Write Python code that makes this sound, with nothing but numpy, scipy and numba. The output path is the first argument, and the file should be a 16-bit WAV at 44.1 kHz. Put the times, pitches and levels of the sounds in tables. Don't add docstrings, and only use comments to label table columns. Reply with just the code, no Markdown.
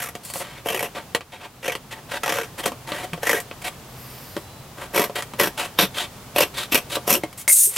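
import sys
import numpy as np
from scipy import signal
from scipy.fft import rfft, irfft
from scipy.io import wavfile
from numba import njit

SR = 44100
rng = np.random.default_rng(int(sys.argv[2]) if len(sys.argv) > 2 else 0)


def output_pcm(signal):
    pcm = np.clip(np.atleast_2d(signal).T, -1, 1) * 32767
    wavfile.write(sys.argv[1], SR, np.round(pcm).astype(np.int16))


N = 342910
TIME = np.arange(N) / SR
FREQ = np.maximum(np.fft.rfftfreq(2 * N, 1 / SR), 1)


def undb(db):
    return 10 ** (np.asarray(db) / 20)


def noise():
    return rng.standard_normal(N)


def unit(x):
    return x / np.sqrt(np.mean(x ** 2))


def walk(rate):
    knots = rng.standard_normal(N // 8)
    return unit(np.interp(TIME * rate, np.arange(len(knots)), knots))


def decay(t, t60):
    return np.exp(-np.log(1000) * t / t60)


def colour(points, modes=()):
    hz, db = np.transpose(points)
    broad = undb(np.interp(np.log(FREQ), np.log(hz), db))
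    peaks = sum(undb(d) / (1 + (2 * (FREQ - f) / width) ** 2) for f, width, d in modes)
    return broad * (1 + peaks)


def ring(x, gain):
    cepstrum = irfft(np.log(unit(gain) + 1e-5))
    cepstrum[1:N] *= 2
    cepstrum[N + 1:] = 0
    response = np.exp(rfft(cepstrum))
    return irfft(rfft(x, 2 * N) * response)[:N]


@njit
def resonate(x, hz, width):
    y, band, low = np.empty(len(x)), 0., 0.
    for i in range(len(x)):
        g, damping = np.tan(np.pi * hz[i] / SR), width[i] / hz[i]
        v = (band + g * (x[i] + 1e-18 - low)) / (1 + g * (g + damping))
        band, low, y[i] = 2 * v - band, low + 2 * g * v, damping * v
    return y


def radiate(drives, gain):
    low = 1 / (1 + (FREQ / 1100) ** 8)
    high = 1 / (1 + (6500 / FREQ) ** 12)
    middle = np.maximum(1 - low - high, 0)
    shares = (middle, low, high)
    return sum(ring(x, gain * np.sqrt(share)) for x, share in zip(drives, shares))


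def grains(rate, spread_db):
    size = undb(spread_db * np.minimum(rng.exponential(size=N), 4))
    return unit((rng.random(N) < rate / SR) * size * np.sign(noise()))


def strokes(table, attack_s, release_s, linger_db, linger_s):
    out = np.zeros((3, N))
    for s, length, hardest, db, swell, boom, sizzle, *_ in table:
        near = slice(max(int(s * SR) - SR // 10, 0), int(s * SR) + SR // 2)
        t = TIME[near] - s
        crest = np.clip(hardest, .02, .98)
        away = np.interp(t / length, [0, crest, 1], [-1, 0, 1])
        before, after = np.maximum(-t, 0), np.maximum(t - length, 0)
        release = np.maximum(np.exp(-after / release_s), undb(linger_db) * np.exp(-after / linger_s))
        shape = undb(-swell * away ** 2) * np.exp(-before / attack_s) * release
        out[:, near] += undb([[db], [db + boom], [db + sizzle]]) * shape
    return out


def bursts(table, rise_s, fall_s, tail_db, tail_s):
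    out, t = np.zeros((3, 2 * N)), TIME[:SR // 8]
    fall = np.exp(-t / fall_s) + undb(tail_db) * np.exp(-t / tail_s)
    shape = (1 - np.exp(-(t / rise_s) ** 2)) * fall
    for s, db, boom, sizzle in table:
        i = max(int(s * SR), 0)
        out[:, i:i + len(t)] += undb([[db], [db + boom], [db + sizzle]]) * shape / shape.max()
    return out[:, :N]


def pushes(table, delay_s):
    out, signs = np.zeros(N), np.sign(noise())
    for (s, db, boom, _), sign in zip(table, signs):
        out[min(int((s + delay_s) * SR), N - 1)] += undb(db + boom) * sign
    return out


def glide(table, first_hz, last_hz):
    ends = np.ravel([(s, s + length) for s, length, *_ in table])
    pitches = np.column_stack([first_hz, last_hz]).ravel()
    return np.interp(TIME, np.maximum.accumulate(ends), pitches)


# (frequency [Hz], relative level [dB])
AIR_COLOUR = [(15, -89), (25, -11), (130, -1), (291, -11), (352, -11), (403, -10), (881, -12),
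              (1010, -13.5), (1120, -13), (1780, -19.5), (2520, -20.5), (3490, -21.5), (3880, -23),
              (9460, -27), (15800, -28.5)]
# (time [s], level [dB])
AIR_LEVEL = [(0, -44.5), (1.13, -43), (1.22, -49), (2.2, -42), (4.2, -41), (4.7, -42), (7.1, -40),
             (7.46, -46), (7.5, -59), (7.77, -48)]


def air():
    level = undb(np.interp(TIME, *np.transpose(AIR_LEVEL)) + 0.097 * walk(6.24))
    gain = colour(AIR_COLOUR, [(126.7, 9.5, 1.0), (254, 18, -4), (12100, 710, -30)])
    middle = ring(noise(), gain)
    side = undb(-9) * ring(noise(), gain * np.sqrt(np.minimum(FREQ / 5000, 1)))
    return level * (middle + side * np.array([[1], [-1]]))


ZOOM_FASTEST_S, ZOOM_HALF_S = 4.18, 0.25
ZOOM_HZ, ZOOM_SAG_HZ = 12700, 2600
ZOOM_DB, WHIRR_DB = -53.5, 9.5


def zoom_motor():
    away = np.minimum(np.abs(TIME - ZOOM_FASTEST_S) / ZOOM_HALF_S, 2)
    wobble = 1 + .004 * walk(120) + .008 * walk(15)
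    turns = np.cumsum((ZOOM_HZ - ZOOM_SAG_HZ * away ** 1.5) * wobble) / SR
    tones = np.zeros(N)
    for ratio, db in [(.76, -4), (.83, -5), (1, 2), (1.09, 0), (1.2, -2)]:
        flutter = undb(db - 4 + 5 * walk(18) + 3 * walk(70))
        tones += flutter * np.sin(2 * np.pi * ratio * turns)
    whirr = ring(noise(), colour([(2000, -4.5), (4000, -8.5), (4900, -2), (6200, -12), (10000, -12),
                                  (12800, -2.5), (15500, -10)]))
    fade = np.interp(TIME, [4.3, 4.4, 4.6, 4.7], [0, 1, 1, 0])
    whistle = undb(-56) * np.sin(2 * np.pi * 4000 * TIME) * fade
    strength = undb(ZOOM_DB) * np.exp(-away ** 4)
    return strength * (tones + undb(WHIRR_DB) * whirr) + whistle


def garage(x, near_db, near_s, far_db, far_s):
    t = TIME[:SR // 2]

    def tail(t60):
        response = rng.standard_normal(len(t)) * (t > .0015) * decay(t, t60)
        return response / np.linalg.norm(response)

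    def echoes():
        response = undb(near_db) * tail(near_s) + undb(far_db) * tail(far_s)
        return signal.fftconvolve(x, response)[:N]

    angle = 2 * walk(25)
    paths = np.cos(angle) * echoes() + np.sin(angle) * echoes()
    hz, db = np.transpose([(150, -26), (700, -11), (2500, -7.0), (6000, -2.5), (9000, -0.5), (14000, -0.5)])
    side_gain = undb(np.interp(np.log(FREQ), np.log(hz), db))
    side = irfft(rfft(paths, 2 * N) * side_gain)[:N]
    return x + echoes() + side * np.array([[1], [-1]])


# (frequency [Hz], relative level [dB])
STEEL_MODES = [(6277, -37), (6778, -39), (7144, -40), (7165, -40), (7698, -40), (7876, -40), (8263, -29),
               (8479, -32), (8856, -35), (9065, -33), (9286, -30), (9496, -28), (9819, -38), (10137, -35),
               (10417, -34), (10697, -37), (10756, -40), (11224, -36), (11579, -40), (11876, -39),
               (12145, -37), (12355, -36), (12468, -30), (12748, -31), (12850, -41), (13114, -38),
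               (13340, -42), (13625, -40), (13948, -40), (15434, -43)]
# (frequency [Hz], relative level [dB])
SKID_COLOUR = [(1470, -30), (2500, -23), (2760, -19), (3030, -28), (3880, -22), (4190, -23), (6070, -14.5),
               (7710, -8), (8010, -6), (9210, -0.5), (11700, -11), (12800, -11), (15800, -18)]
SKID_START_S, SKID_LENGTH_S, SKID_DB = 7.478, 0.18, -15
SKID_ATTACK_S, SKID_EASE_DB_PER_S = 0.0077, 19
SKID_RELEASE_DB_PER_S = 300


def skidding():
    age = np.maximum(TIME - SKID_START_S, 0)
    fade_db = SKID_EASE_DB_PER_S * age + SKID_RELEASE_DB_PER_S * np.maximum(age - SKID_LENGTH_S, 0)
    skid = undb(SKID_DB - fade_db) * (1 - np.exp(-age / SKID_ATTACK_S))
    modes = np.zeros(N)
    for hz, db in STEEL_MODES:
        turns = hz * TIME + .13 * walk(35) / (2 * np.pi) * (2 * np.pi) + rng.random()
        modes += undb(db) * (1 + .45 * walk(35)) * np.sin(2 * np.pi * turns)
    # Hz, width, dB
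    weak = [(hz, 45, 4) for hz in np.arange(2800, 15600, 205) + rng.normal(0, 30, 63)]
    chatter = ring(grains(8300, 1.2), colour(SKID_COLOUR, weak)) * undb(0.56 * walk(600))
    contact = undb(1.5 * walk(160))
    return skid * contact * (undb(1.5) * unit(modes) + chatter)


# (time [s], ring level [dB], click level [dB])
STRIKES = [(7.235, -21, -46), (7.4783, -10, -12.5), (7.4983, -12, -30), (7.512, -21, -38)]


def steel():
    out = skidding()
    click = ring(noise(), colour([(150, -33), (600, -0.5), (2200, -4.5), (5000, -3.5), (15000, -3.0)]))
    for s, ring_db, click_db in STRIKES:
        t = np.maximum(TIME - s, 0)
        for hz, db, t60 in [(2103, -8.5, 0.086), (2155, -6, 0.062)]:
            out += undb(ring_db + db) * np.sin(2 * np.pi * hz * t) * decay(t, t60)
        out += undb(click_db) * click * (t > 0) * np.exp(-t / 0.0055)
    return out


# (time [s], initial frequency [Hz], level [dB])
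FLEXES = [(.743, 408, -16.5), (0.831, 454, -18), (1.148, 501, -16), (1.681, 464, -17), (2.418, 410, -26),
          (2.716, 256, -23.5), (3.129, 164, -20), (3.342, 458.4, -15), (4.366, 329, -20.5),
          (5.83, 203, -15), (6.743, 265, -11), (7.095, 709, -16), (7.122, 231, -18.5), (7.162, 381, -18),
          (7.237, 326, -23), (7.672, 435, -29.5)]
FLEX_T60_S, FLEX_SAG = 0.084, 0.15


def flexing():
    out, t = np.zeros(2 * N), TIME[:SR // 6]
    envelope = (1 - np.exp(-t / 0.0022)) * decay(t, FLEX_T60_S)
    for s, hz, db in FLEXES:
        sag = 1 - FLEX_SAG * t / FLEX_T60_S
        turns = np.cumsum(hz * (sag + 0.063 * walk(109)[:len(t)])) / SR
        swing = np.sin(2 * np.pi * turns) + undb(-15.0) * np.sin(2 * np.pi * 1.6 * turns)
        i = int(s * SR)
        out[i:i + len(t)] += undb(db) * swing * envelope
    return out[:N]


# (time [s], peak drive [dB], sheet boom relative [dB], sizzle relative [dB])
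KNOCKS = [(0.0269, -33, -20, 9.5), (0.1516, -26, -8, -6), (0.25, -41, -29, 10), (0.3001, -34, -11, 5.5),
          (0.3365, -26.5, -16, 5), (0.3564, -29.5, -1, -6), (1.1476, -9, -14, -11),
          (1.2071, -25.5, -12, -19), (1.7516, -20.5, -12, -8), (2.6589, -14, -6, -1), (2.7184, -30, -1, -9),
          (2.9186, -17.5, -11, -21), (3.1323, -21, -5.5, -11), (3.1763, -34, 1, -24),
          (3.4015, -28, -21, 3.5), (3.5121, -26, -12, -36), (4.3656, -21.5, -3.5, -11.5),
          (5.0963, -32, 1.5, -11), (5.2225, -20, -15.5, -7.5), (5.3353, -27.5, 0.5, -12),
          (6.9678, -23, 1, -23), (7.2354, -23.5, -2, -9), (7.328, -35, -19, -4), (7.762, -22, -18, 1),
          (7.7687, -9.5, -17, -12)]
# (frequency [Hz], relative level [dB])
KNOCK_COLOUR = [(59, -31), (100, -2), (500, 10), (1010, 1.5), (1170, 3), (1540, -4.5), (2070, -0.5),
                (3370, -3), (3660, -10), (3990, -7.5), (6490, -22.5), (8020, -20), (12500, -24),
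                (15800, -33)]
# (frequency [Hz], width [Hz], level over the broad colour [dB])
SHEET = [(234, 59, -6), (449.4, 49, -4), (710, 18, 1.5), (1086, 75, -7), (2150, 150, -41)]


def knocking():
    drive = bursts(KNOCKS, rise_s=0.00093, fall_s=0.00075, tail_db=-17.0, tail_s=0.009)
    drive = drive * undb([[-2], [6], [-1]]) * grains(16000, 0.55)
    drive[1] += undb(22.5) * pushes(KNOCKS, delay_s=0.00091)
    return radiate(drive, colour(KNOCK_COLOUR, SHEET))


# (start [s], length [s], hardest point [0-1], drive level [dB], swell [dB],
#  sheet boom relative [dB], blade sizzle relative [dB], resonance [Hz])
RUBS = [(.236, 0.084, 0.3, -46.5, 0, -9, 6, 4450), (.34, 0.063, 0.9, -41, 7, 1.5, 9.5, 4450),
        (.402, 0.025, .3, -35, 6, 4.5, -4.5, 2170), (.435, .16, 0, -45, 0, -3, -13, 2070),
        (.948, .085, 0.03, -35, 21, 4.5, -12, 2120), (1.32, 0.072, 0, -42.5, 12, 1, -13, 2220),
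        (1.4, 0.073, 0.78, -38.5, 15, 2, -12, 2580), (1.91, 0.03, 0.6, -31.5, 8.5, -5.5, -9.5, 1950),
        (1.96, 0.034, 0.4, -47, 5, 6, -11, 1720), (2.09, 0.099, 0.55, -29.5, 15.5, -2.5, -10, 1547),
        (2.58, 0.029, .5, -29.5, 9.5, 1.5, -3, 1790), (2.875, .17, 0.2, -37, -3, 2.5, -6.5, 1920),
        (3.617, 0.013, 0.6, -37.5, 9, -3, -2, 2160), (3.643, 0.042, 0, -28.5, 5.5, -3.5, -5, 2200),
        (4.775, 0.09, .65, -41.5, 5, 5.5, -6, 1580), (5.155, 0.055, 0, -29.5, 5.5, -0.5, -6, 1960),
        (5.577, 0.083, 0, -29.5, 4, -0.5, -5.5, 2680), (5.945, .11, 0.5, -26.5, 12, -5.5, -8, 3420),
        (6.54, .12, 0.4, -28, 15, -7, -6.5, 3680), (6.9, 0.065, 1, -27.5, 10, -4.5, -3, 3780),
        (7.378, 0.04, 0.25, -44, 4, -16, 10.5, 2200), (7.7, 0.11, 1, -36, 15, -7, 8.5, 2230)]
# (frequency [Hz], relative level [dB])
RUB_COLOUR = [(120, -30), (200, -9), (393, -1.5), (668, -2), (732, 1), (803, -10.5), (879, 1.5), (999, -3),
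              (1080, -1.5), (1930, 2), (3400, 1.5), (6110, -14), (7600, -11.5), (11600, -12),
              (15800, -22.5)]


def rubbing():
    pressure = strokes(RUBS, attack_s=0.0032, release_s=0.0083, linger_db=-9.5, linger_s=0.034)
    drive = pressure * undb([[-2], [-2], [-1]]) * undb(2.3 * walk(140))
    sound = radiate(drive * grains(14000, 0.88), colour(RUB_COLOUR, [(742, 23, 2)]))
    *_, note = np.transpose(RUBS)
    hz = glide(RUBS, note, note)
    return sound + undb(14) * resonate(drive[0] * noise(), hz, hz / 8)


# (start [s], length [s], hardest point [0-1], drive level [dB], swell [dB],
#  sheet boom relative [dB], blade sizzle relative [dB],
#  flap at the start [Hz], flap at the end [Hz], mean crack resonance [Hz])
CUTS = [(0, 0.071, 0, -24.5, 5, -11, -2, 840, 650, 1420),
        (.655, .2, 0, -26, 1.5, 1, -3.5, 776, 352.8, 2810),
        (1.63, 0.11, 0.37, -21, 15.5, -2.5, -8, 548, 500, 2600),
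        (2.229, 0.218, 0.25, -18.5, 12.5, -3, -8.5, 820, 400, 1365),
        (2.635, 0.056, 0.2, -24, 6, 0.5, -6, 700, 210, 3440),
        (3.226, 0.16, 0.53, -15.5, 10.5, -4, -5, 446, 480, 1720),
        (4.938, 0.11, 0.43, -18, 10, 5, 1, 570, 267.2, 2110),
        (5.391, 0.085, 0, -15, 13, 1, -0.5, 525, 183, 1800),
        (5.787, .056, 0, -10.5, 7.5, -2.5, -3, 716, 156, 3620),
        (6.359, 0.0813, 0.96, -17, 9, 0.5, -1, 770, 378, 2660),
        (6.72, 0.068, 0.04, -15, 12, -2.5, 0, 303, 170, 2586),
        (7.074, 0.1, 0.34, -19, 13.5, 4, 7.5, 800, 376, 2807)]
# (time [s], crack drive [dB], sheet boom relative [dB])
SLIPS = [(.001, -26, -7), (0.059, -31, -3), (0.0866, -27.5, -4), (0.658, -30.5, 14), (0.685, -19.5, -1),
         (0.7014, -25, 8), (0.7447, -20, -2), (0.792, -20.5, -11), (0.8264, -19.5, 0), (1.6558, -28.5, 3),
         (1.6787, -19.5, -5), (1.719, -24, -17), (2.233, -15, -5.5), (2.2594, -21, -3), (2.3207, -15.5, -2),
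         (2.3845, -20.5, 1.5), (2.432, -28, -5), (3.2302, -23.5, 4), (3.2698, -36, -9), (3.293, -19, -7),
         (3.344, -32, 8), (4.945, -28, 8), (4.9763, -18.5, 6), (4.9938, -17.5, 6), (5.0387, -21.5, 2.5),
         (5.3963, -13, -11), (5.433, -16.5, -3), (5.458, -29, -2), (5.4712, -22, 5.5), (5.7873, -12, -0.5),
         (6.36, -19, 1), (6.3821, -11, -5), (6.405, -10, -4), (6.417, -18, -8), (6.7528, -13.5, 1),
         (7.0762, -24, 10), (7.126, -16.5, -3), (7.1372, -20.5, -2)]
SNAP_GAP_S, SNAP_JITTER = .018, 0.2004
SNAP_DB, SNAP_SCATTER_DB = -6, 5
SNAP_COLOUR_DB = 2.5


def snaps(effort):
    rows = []
    for start, length, _, _, _, boom, sizzle, *_ in CUTS:
        chance = rng.standard_normal((64, 4))
        first, last = start - SNAP_GAP_S, start + length + SNAP_GAP_S
        thick = [(s, db, low, sizzle) for s, db, low in SLIPS if first < s < last]
        marks = [start] + [row[0] for row in thick] + [start + length]
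        steps = []
        for a, b in zip(marks, marks[1:]):
            count = max(round((b - a) / SNAP_GAP_S), 1)
            steps.extend(np.linspace(a, b, count + 1)[1:-1])
        for s, (late, size, dull, bright) in zip(steps, chance):
            stroke_db = 20 * np.log10(np.interp(s, TIME, effort) + 1e-9)
            rows.append((s + SNAP_JITTER * SNAP_GAP_S * late,
                         stroke_db + SNAP_DB + SNAP_SCATTER_DB * size,
                         boom + SNAP_COLOUR_DB * dull,
                         sizzle + SNAP_COLOUR_DB * bright))
        rows += thick
    return rows


def sticking(slips, lead_s, width_s, depth_db):
    starts = np.sort([row[0] for row in slips])
    upcoming = np.minimum(np.searchsorted(starts, TIME), len(starts) - 1)
    wait = starts[upcoming] - TIME
    return undb(depth_db * np.exp(-((wait - lead_s) / width_s) ** 2))


# (frequency [Hz], relative level [dB])
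CUT_COLOUR = [(65, -35), (110, -12.5), (218, -5.5), (425, 0), (729, -2.5), (826, -6.5), (936, -2.5),
              (1450, -1), (2760, -1.5), (4640, -8), (5590, -9.5), (6600, -19), (10200, -19), (12100, -14.5),
              (15800, -31.5)]
# (frequency [Hz], relative level [dB])
SLOW_COLOUR = [(82, -76), (140, -15), (341, -5), (376, -15), (450, 2), (629, -6), (723, -3), (992, -6),
               (1530, -10), (1690, -5), (2770, -8.5), (4370, -19.5), (10400, -5.5), (12200, -7),
               (15800, -19)]
# (frequency [Hz], width [Hz], level over the broad colour [dB])
BLADES = [(3400, 400, -10), (5650, 300, -9), (11850, 500, -3), (12550, 400, 1)]
LONG_SLIT_S = 4


def cutting():
    long_slit = TIME > LONG_SLIT_S
    effort = strokes(CUTS, attack_s=0.0041, release_s=0.0072, linger_db=-2, linger_s=0.018)
    bundles = snaps(effort[0])
    stall = sticking(bundles, lead_s=.002, width_s=.007, depth_db=np.where(long_slit, -4, -9))
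    tearing = effort * undb([[-5], [-4], [-5]]) * undb(2.57 * walk(170)) * stall
    slips = bursts(bundles, rise_s=0.00095, fall_s=0.0056, tail_db=-35.5, tail_s=0.005)
    slips = slips * undb([[-1.5], [-7], [-1]])
    grit = np.array([grains(9000, 0.99), grains(12000, 0.36), grains(10000, 1.2)])
    drive = np.hypot(tearing, slips) * grit
    drive[1] += undb(19.5) * pushes(bundles, delay_s=0.00198)
    slow = radiate(drive * ~long_slit, colour(SLOW_COLOUR, SHEET + BLADES))
    quick = radiate(drive * long_slit, colour(CUT_COLOUR, SHEET + BLADES))
    sound = slow + quick
    *_, flap_first, flap_last, crack_note = np.transpose(CUTS)
    flap_hz = glide(CUTS, flap_first, flap_last)
    crack_hz = glide(CUTS, crack_note, crack_note) * 2 ** (.11 * walk(50))
    flap = undb(0.5) * resonate(sound, flap_hz, flap_hz / 8)
    crack = undb(5.5) * resonate(sound, crack_hz, crack_hz / 11)
    return undb(-2.5) * (sound + flap + crack)


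def scene():
    work = cutting() + rubbing() + knocking() + flexing() + steel()
    heard = garage(work, near_db=-10, near_s=0.078, far_db=-11.0, far_s=0.093)
    heard = heard * undb([[-.2], [-.8]])
    return heard + zoom_motor() + air()


def record(dry):
    rounded = dry / (1 + np.abs(dry / 1.1) ** 4) ** (1 / 4)
    low_pass = signal.ellip(10, .2, 70, 15800, fs=SR, output="sos")
    return signal.sosfilt(low_pass, rounded)


dry = scene()
out = record(dry)
output_pcm(out)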